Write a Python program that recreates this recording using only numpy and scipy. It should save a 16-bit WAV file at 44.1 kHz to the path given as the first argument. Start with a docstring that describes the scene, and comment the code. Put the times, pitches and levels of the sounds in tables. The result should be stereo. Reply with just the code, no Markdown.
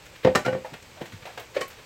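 """Glass lid on a rice cooker

A steel-rimmed glass lid knocks, clinks against the pot and rocks into its seat. Fingers shift on
the knob and let go, then something hollow is bumped nearby. Each impact excites damped normal modes:
the sparse ones ring as tones, the dense ones as noise. A small kitchen reverberates, over faint hiss."""
import sys
import numpy as np
from scipy import signal
from scipy.fft import rfft, irfft
from scipy.io import wavfile

SR = 44100
rng = np.random.default_rng(int(sys.argv[2]) if len(sys.argv) > 2 else 0)


def materialize(psi):
    """Save the field psi as 16-bit PCM at rate SR to the path in sys.argv[1].

    A 1-D psi becomes a single channel; in a 2-D psi each row is a channel.
    """
    bounded = np.clip(np.atleast_2d(psi).T, -1, 1)
    quanta = np.round(bounded * 32767).astype(np.int16)
    wavfile.write(sys.argv[1], SR, quanta)


N = 81585
LEFT_LAG_S = .0002


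def undb(db):
    """Amplitude ratio of a level."""
    return 10 ** (np.asarray(db) / 20)


def pan(db):
    """Interaural level difference: two gains, the left db above the right."""
    return undb(np.array([[db], [-db]]) / 2)


def noise(spectrum, size=N, spread_hz=1370):
    """Spectral shaping: stereo noise of unit rms whose interaural coherence falls with frequency."""
    f = np.maximum(np.fft.rfftfreq(size, 1 / SR), 1)
    hz, db = np.array(spectrum).T
    gain = undb(np.interp(np.log(f), np.log(hz), db))
    apart = f / (f + spread_hz)
    mid, side = rfft(rng.standard_normal((2, size)))
    ears = mid * np.sqrt(2 - apart) + side * np.sqrt(apart) * np.array([[1], [-1]])
    delay = np.exp(-2j * np.pi * f * np.array([[LEFT_LAG_S], [0]]))
    x = irfft(gain * delay * ears, size)
    return x / x.std()


def envelope(rise_ms, t60, size=16384):
    """Damping: a linear rise, then exponential decay by 60 dB in t60 seconds."""
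    t, rise = np.arange(size) / SR, rise_ms / 1000
    return np.clip(t / rise, 0, 1) * np.exp(-np.log(1000) * np.maximum(t - rise, 0) / t60)


def burst(spectrum, start, rise_ms, t60, db):
    """Modal overlap: many close modes dying together merge into decaying noise."""
    out, first = np.zeros((2, N)), int(start * SR)
    fade = envelope(rise_ms, t60)
    x = undb(db) * noise(spectrum, len(fade)) * fade
    out[:, first:first + len(fade)] = x[:, :N - first]
    return out


def ring(modes, start, rise_ms, db):
    """Modal superposition: damped sinusoids, varying a little in pitch and level at each blow."""
    out, first = np.zeros((2, N)), int(start * SR)
    span = slice(first, min(N, first + SR // 4))
    t = np.arange(N)[span] / SR - start
    swell = np.clip(t / (rise_ms / 1000), 0, 1)
    for k, (hz, mode_db, t60, pan_db) in enumerate(modes):
        detune, scatter_db = rng.normal(0, [.001, .5])
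        lag_rad = np.array([[min(2 * np.pi * hz * LEFT_LAG_S, .8)], [0]])
        wave = (-1) ** k * np.sin(2 * np.pi * hz * (1 + detune) * t - lag_rad)
        decay = np.exp(-np.log(1000) * t / t60)
        out[:, span] += undb(db + mode_db + scatter_db) * pan(pan_db) * wave * swell * decay
    return out


# Spectrum of the room noise: f/Hz, relative level/dB
HISS_SPECTRUM = [(20, -8), (50, -2), (115, 1.5), (180, -8), (380, -8), (510, -2.5), (680, -11), (830, -6.5),
                 (1100, -8.5), (1800, -7), (2400, -4.5), (3500, -11.5), (5500, -16), (8300, -16),
                 (9100, -29.5), (13000, -24), (16000, -29.5)]

def hiss(level_db=-46.5, waver_db=.35):
    """Random amplitude modulation: quiet room noise wavers slightly."""
    waver = np.interp(np.arange(N), np.linspace(0, N, 40), rng.standard_normal(40))
    return noise(HISS_SPECTRUM) * undb(level_db + waver_db * waver)


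def kitchen(x, t60=.22, level_db=-10, gap_s=.0087):
    """Reverberation: diffuse reflections from tiled walls follow the direct sound."""
    fade = envelope(8.2, t60)
    tail = noise([(20, 0), (16000, 0)], len(fade)) * fade
    tail /= np.sqrt((tail ** 2).sum() / 2)
    tail = np.pad(tail, ((0, 0), (int(gap_s * SR), 0)))
    return x + undb(level_db) * signal.fftconvolve(x, tail, axes=1)[:, :N]


# Spectrum of a crinkle: f/Hz, relative level/dB
CRINKLE_SPECTRUM = [(3000, -28), (8000, -9), (11000, -9), (13500, 0), (16000, -4)]
# Handling scratches: t/s, level/dB
CRINKLE_EVENTS = [(.050, -57), (1.050, -55), (1.395, -45), (1.677, -41.5)]

def crinkles():
    """Friction noise: handling makes thin, airy scratches."""
    return sum(burst(CRINKLE_SPECTRUM, start, rise_ms=5, t60=.078, db=db) for start, db in CRINKLE_EVENTS)


# Low, middle and high spectra of an impact: f/Hz, relative level/dB
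THUD_SPECTRUM = [(40, -32), (80, -6), (125, -13), (260, -19), (480, -6.5), (720, -11.5), (1000, -21.5),
                 (2000, -44), (16000, -76)]
CLACK_SPECTRUM = [(100, -16), (400, 10), (750, 1), (1200, 1), (2100, 5.5), (3000, -1.5), (4500, -10),
                  (8000, -23), (16000, -68)]
TICK_SPECTRUM = [(300, -31), (1500, 9.5), (3500, -0.5), (5500, 3.5), (8300, 2), (9100, -10.5),
                 (13000, -8.5), (16000, -15)]

def contact(start, rise_ms, thud_db, clack_db, tick_db):
    """Impact excitation: hard bodies meet with a dull thud, a clack and a tick that shimmers on."""
    thud = burst(THUD_SPECTRUM, start, rise_ms, t60=.1, db=thud_db)
    clack = burst(CLACK_SPECTRUM, start, rise_ms, t60=.085, db=clack_db)
    tick = burst(TICK_SPECTRUM, start, rise_ms, t60=.036, db=tick_db)
    shimmer = burst(TICK_SPECTRUM, start, rise_ms, t60=.13, db=tick_db - 7.5)
    return pan(-2.5) * thud + pan(-3) * clack + pan(-1) * (tick + shimmer)


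# Spectrum of rubbing: f/Hz, relative level/dB
RUSTLE_SPECTRUM = [(100, -29), (500, -23.5), (1100, -3.5), (1800, 3.5), (2700, -0.5), (4000, -6.5),
                   (7000, -32), (16000, -23.5)]
# Touches of the hand and things nearby:
# t/s, rise/ms, T60/s, bump level/dB, centre f/Hz, rustle level/dB, tick level/dB
SOFT_CONTACTS = [(.050, 17, 0.057, -54.5, 386, -46, -47), (0.151, 12, 0.028, -63, 300, -39, -70),
                 (0.228, 15, 0.14, -43, 400, -34.5, -81), (.645, 9, 0.24, -38.5, 740, -43.5, -53),
                 (.718, 13.3, 0.07, -38, 179, -65, -70), (.731, 9.3, 0.094, -40.5, 650, -35, -46),
                 (0.823, 3.7, 0.07, -48.5, 141, -64, -46), (.968, 3.4, 0.35, -45.5, 710, -49, -74),
                 (1.005, 12, 0.1, -29.5, 427, -39.5, -48.5), (1.014, 4, 0.092, -35, 159, -37.5, -62),
                 (1.052, 6, 0.11, -51, 497, -39.5, -45.5), (1.119, 3, 0.16, -50.5, 142, -40.5, -49),
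                 (1.134, 2.67, 0.1, -31, 98, -52, -54), (1.22, 6.4, 0.16, -48.5, 140, -43, -69),
                 (1.251, 5.6, 0.25, -36.5, 666, -36.5, -46.5), (1.373, 4.7, .11, -32.5, 620, -32, -44),
                 (1.393, 5.5, 0.15, -40, 576, -37.5, -48), (1.540, 14.6, 0.3, -39.5, 467, -36.5, -46.5),
                 (1.698, 7.5, 0.2, -74, 595, -42.5, -47), (1.774, 16, 0.091, -47.5, 446, -43.5, -69)]

def bumps(width_oct=.53, skirt_db=10.5):
    """Damped resonance: each soft contact excites one broad peak, with a rustle and a tick on top."""
    out, f = np.zeros((2, N)), np.geomspace(20, 20000, 60)
    for start, rise_ms, t60, bump_db, centre_hz, rustle_db, tick_db in SOFT_CONTACTS:
        widths_away = np.log2(f / centre_hz) / width_oct
        peak = np.column_stack([f, -skirt_db * np.hypot(1, widths_away)])
        for spectrum, db in (peak, bump_db), (RUSTLE_SPECTRUM, rustle_db), (TICK_SPECTRUM, tick_db):
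            out += burst(spectrum, start, rise_ms, t60, db)
    return out


# Modes of the hollow object: f/Hz, level/dB, T60/s, left minus right/dB
BODY_MODES = [(403, -14, .13, -5), (510, -6, .1, -1), (565, 0, .06, 3)]
SHELL_MODES = [(1092, 0, .14, -4), (1170, -8, .08, 0), (1890, -4, .08, 3), (2290, -4, .08, 0),
               (3025, -2, .06, -3), (4400, -11, .06, 0), (8130, -16, .06, -2)]
# Blows on it: t/s, contact/ms, then level/dB of body, shell, thud, clack, tick
HOLLOW_IMPACTS = [(1.5622, 7.7, -12, -30.5, -40, -25, -64), (1.6054, 9.3, -29.5, -43, -41, -26, -30),
                  (1.6150, 8, -41, -26, -41, -47, -47)]

def knocks():
    """Free vibration: a hollow object rings after a knock and its brighter rebound."""
    out = np.zeros((2, N))
    for start, rise_ms, body_db, shell_db, *contact_db in HOLLOW_IMPACTS:
        out += ring(BODY_MODES, start, rise_ms, body_db)
        out += ring(SHELL_MODES, start, rise_ms, shell_db)
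        out += contact(start, rise_ms, *contact_db)
    return out


# Modes of the cooker housing, glass pane, inner pot, steel rim, the pane once seated and its final catch: #
# f/Hz, level/dB, T60/s, left minus right/dB
HOUSING_MODES = [(122, .5, .19, -1), (196, -4, .13, -3), (263, -1, .14, -1), (338, -8, .12, -2),
                 (376, -8, .11, -5), (423, -4, .09, -2), (470, -4, .1, -4)]
PANE_MODES = [(517, 1.5, .195, -4), (588, -11, .09, -5), (690, -16, .08, -2), (885, -17, .09, -1),
              (1104, -20, .15, 4), (1865, -12, .08, -4), (2300, -19, .1, -3), (2760, -24, .08, -2),
              (2930, -23, .07, -3)]
POT_MODES = [(600, -5, .13, -2), (824, -6, .13, 2), (1001, -3, .1, 4), (1170, 4, .09, 2),
             (1255, 2, .045, 2), (1824, 0, .12, -6), (2778, -10, .08, 0), (3147, -15, .11, -2),
             (3914, -16, .09, 4), (5254, -14, .07, -2), (7900, -11, .035, 0)]
RIM_MODES = [(1333, -6, .08, 0), (1402, 0, .12, 3), (2052, -5, .09, -2), (2400, -9, .1, -2),
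             (4020, -15, .08, 2)]
SEAT_MODES = [(826, -6, .16, 0), (1505, 0, .15, 0), (2890, -11, .13, -4), (3020, -15, .1, 0)]
CATCH_MODES = [(515, 0, .11, -1), (640, -4, .07, 0), (840, -1, .07, 0), (930, 0, .06, 1),
               (1800, -11, .06, 0), (2000, -13, .05, 0)]
# Lid meets pot: t/s, contact/ms, then level/dB of housing, pane, pot, rim, seat, thud, clack, tick
LID_IMPACTS = [(.2468, 1.16, -17, -14, -44, -35.5, -46, -13.5, -20, -46),
               (.2700, 2.3, -37, -18, -39, -46, -49, -15.5, -26, -60),
               (.3502, 0.91, -26, -44, -23, -57, -50, -29, -17.5, -26.5),
               (0.3548, 0.67, -28.5, -37, -17.5, -22.5, -25.5, -17.5, -20, -20),
               (.3680, 1.6, -30, -44, -40, -39, -44, -37, -48, -49),
               (0.447, 8, -65, -38, -61, -23.5, -45, -32.5, -33, -37.5),
               (.4600, 2.2, -26.5, -25.5, -51, -25, -65, -24.5, -22, -35.5),
               (.4760, 8.5, -31, -16.5, -55, -35, -23, -26.5, -45, -46),
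               (.5243, 7, -30, -27, -42, -35, -54, -30, -35.5, -69),
               (0.5452, 6.4, -31.5, -28, -40.5, -61, -63, -31, -40, -66),
               (0.5796, 4, -51, -33, -68, -63, -74, -44, -64, -74)]

def lid(bass_loss_hz=69):
    """Impulse response: each touch rings lid and cooker, with the deep bass thinned."""
    out = np.zeros((2, N))
    for start, rise_ms, housing_db, pane_db, pot_db, rim_db, seat_db, *contact_db in LID_IMPACTS:
        out += ring(HOUSING_MODES, start, rise_ms=3.2, db=housing_db)  # heavy, with its own rise time
        out += ring(PANE_MODES, start, rise_ms, pane_db)
        out += ring(POT_MODES, start, rise_ms, pot_db)
        out += ring(RIM_MODES, start, rise_ms, rim_db)
        out += ring(SEAT_MODES, start, rise_ms, seat_db)
        out += contact(start, rise_ms, *contact_db)
    out += ring(CATCH_MODES, start=.6455, rise_ms=.88, db=-32)  # the rim drops into place
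    return signal.sosfilt(signal.butter(2, bass_loss_hz, "high", fs=SR, output="sos"), out)


def scene():
    """Superposition: all contacts sound in one room, over its hiss."""
    return kitchen(lid() + bumps() + knocks() + crinkles()) + hiss()


def record(dry, low_hz=33.2, top_hz=16000):
    """Band limiting: the microphone thins the deep bass and a steep low-pass cuts the top."""
    thin = signal.sosfilt(signal.butter(1, low_hz, "high", fs=SR, output="sos"), dry)
    return signal.sosfilt(signal.ellip(10, .2, 80, top_hz, fs=SR, output="sos"), thin)


dry = scene()
out = record(dry)
materialize(out)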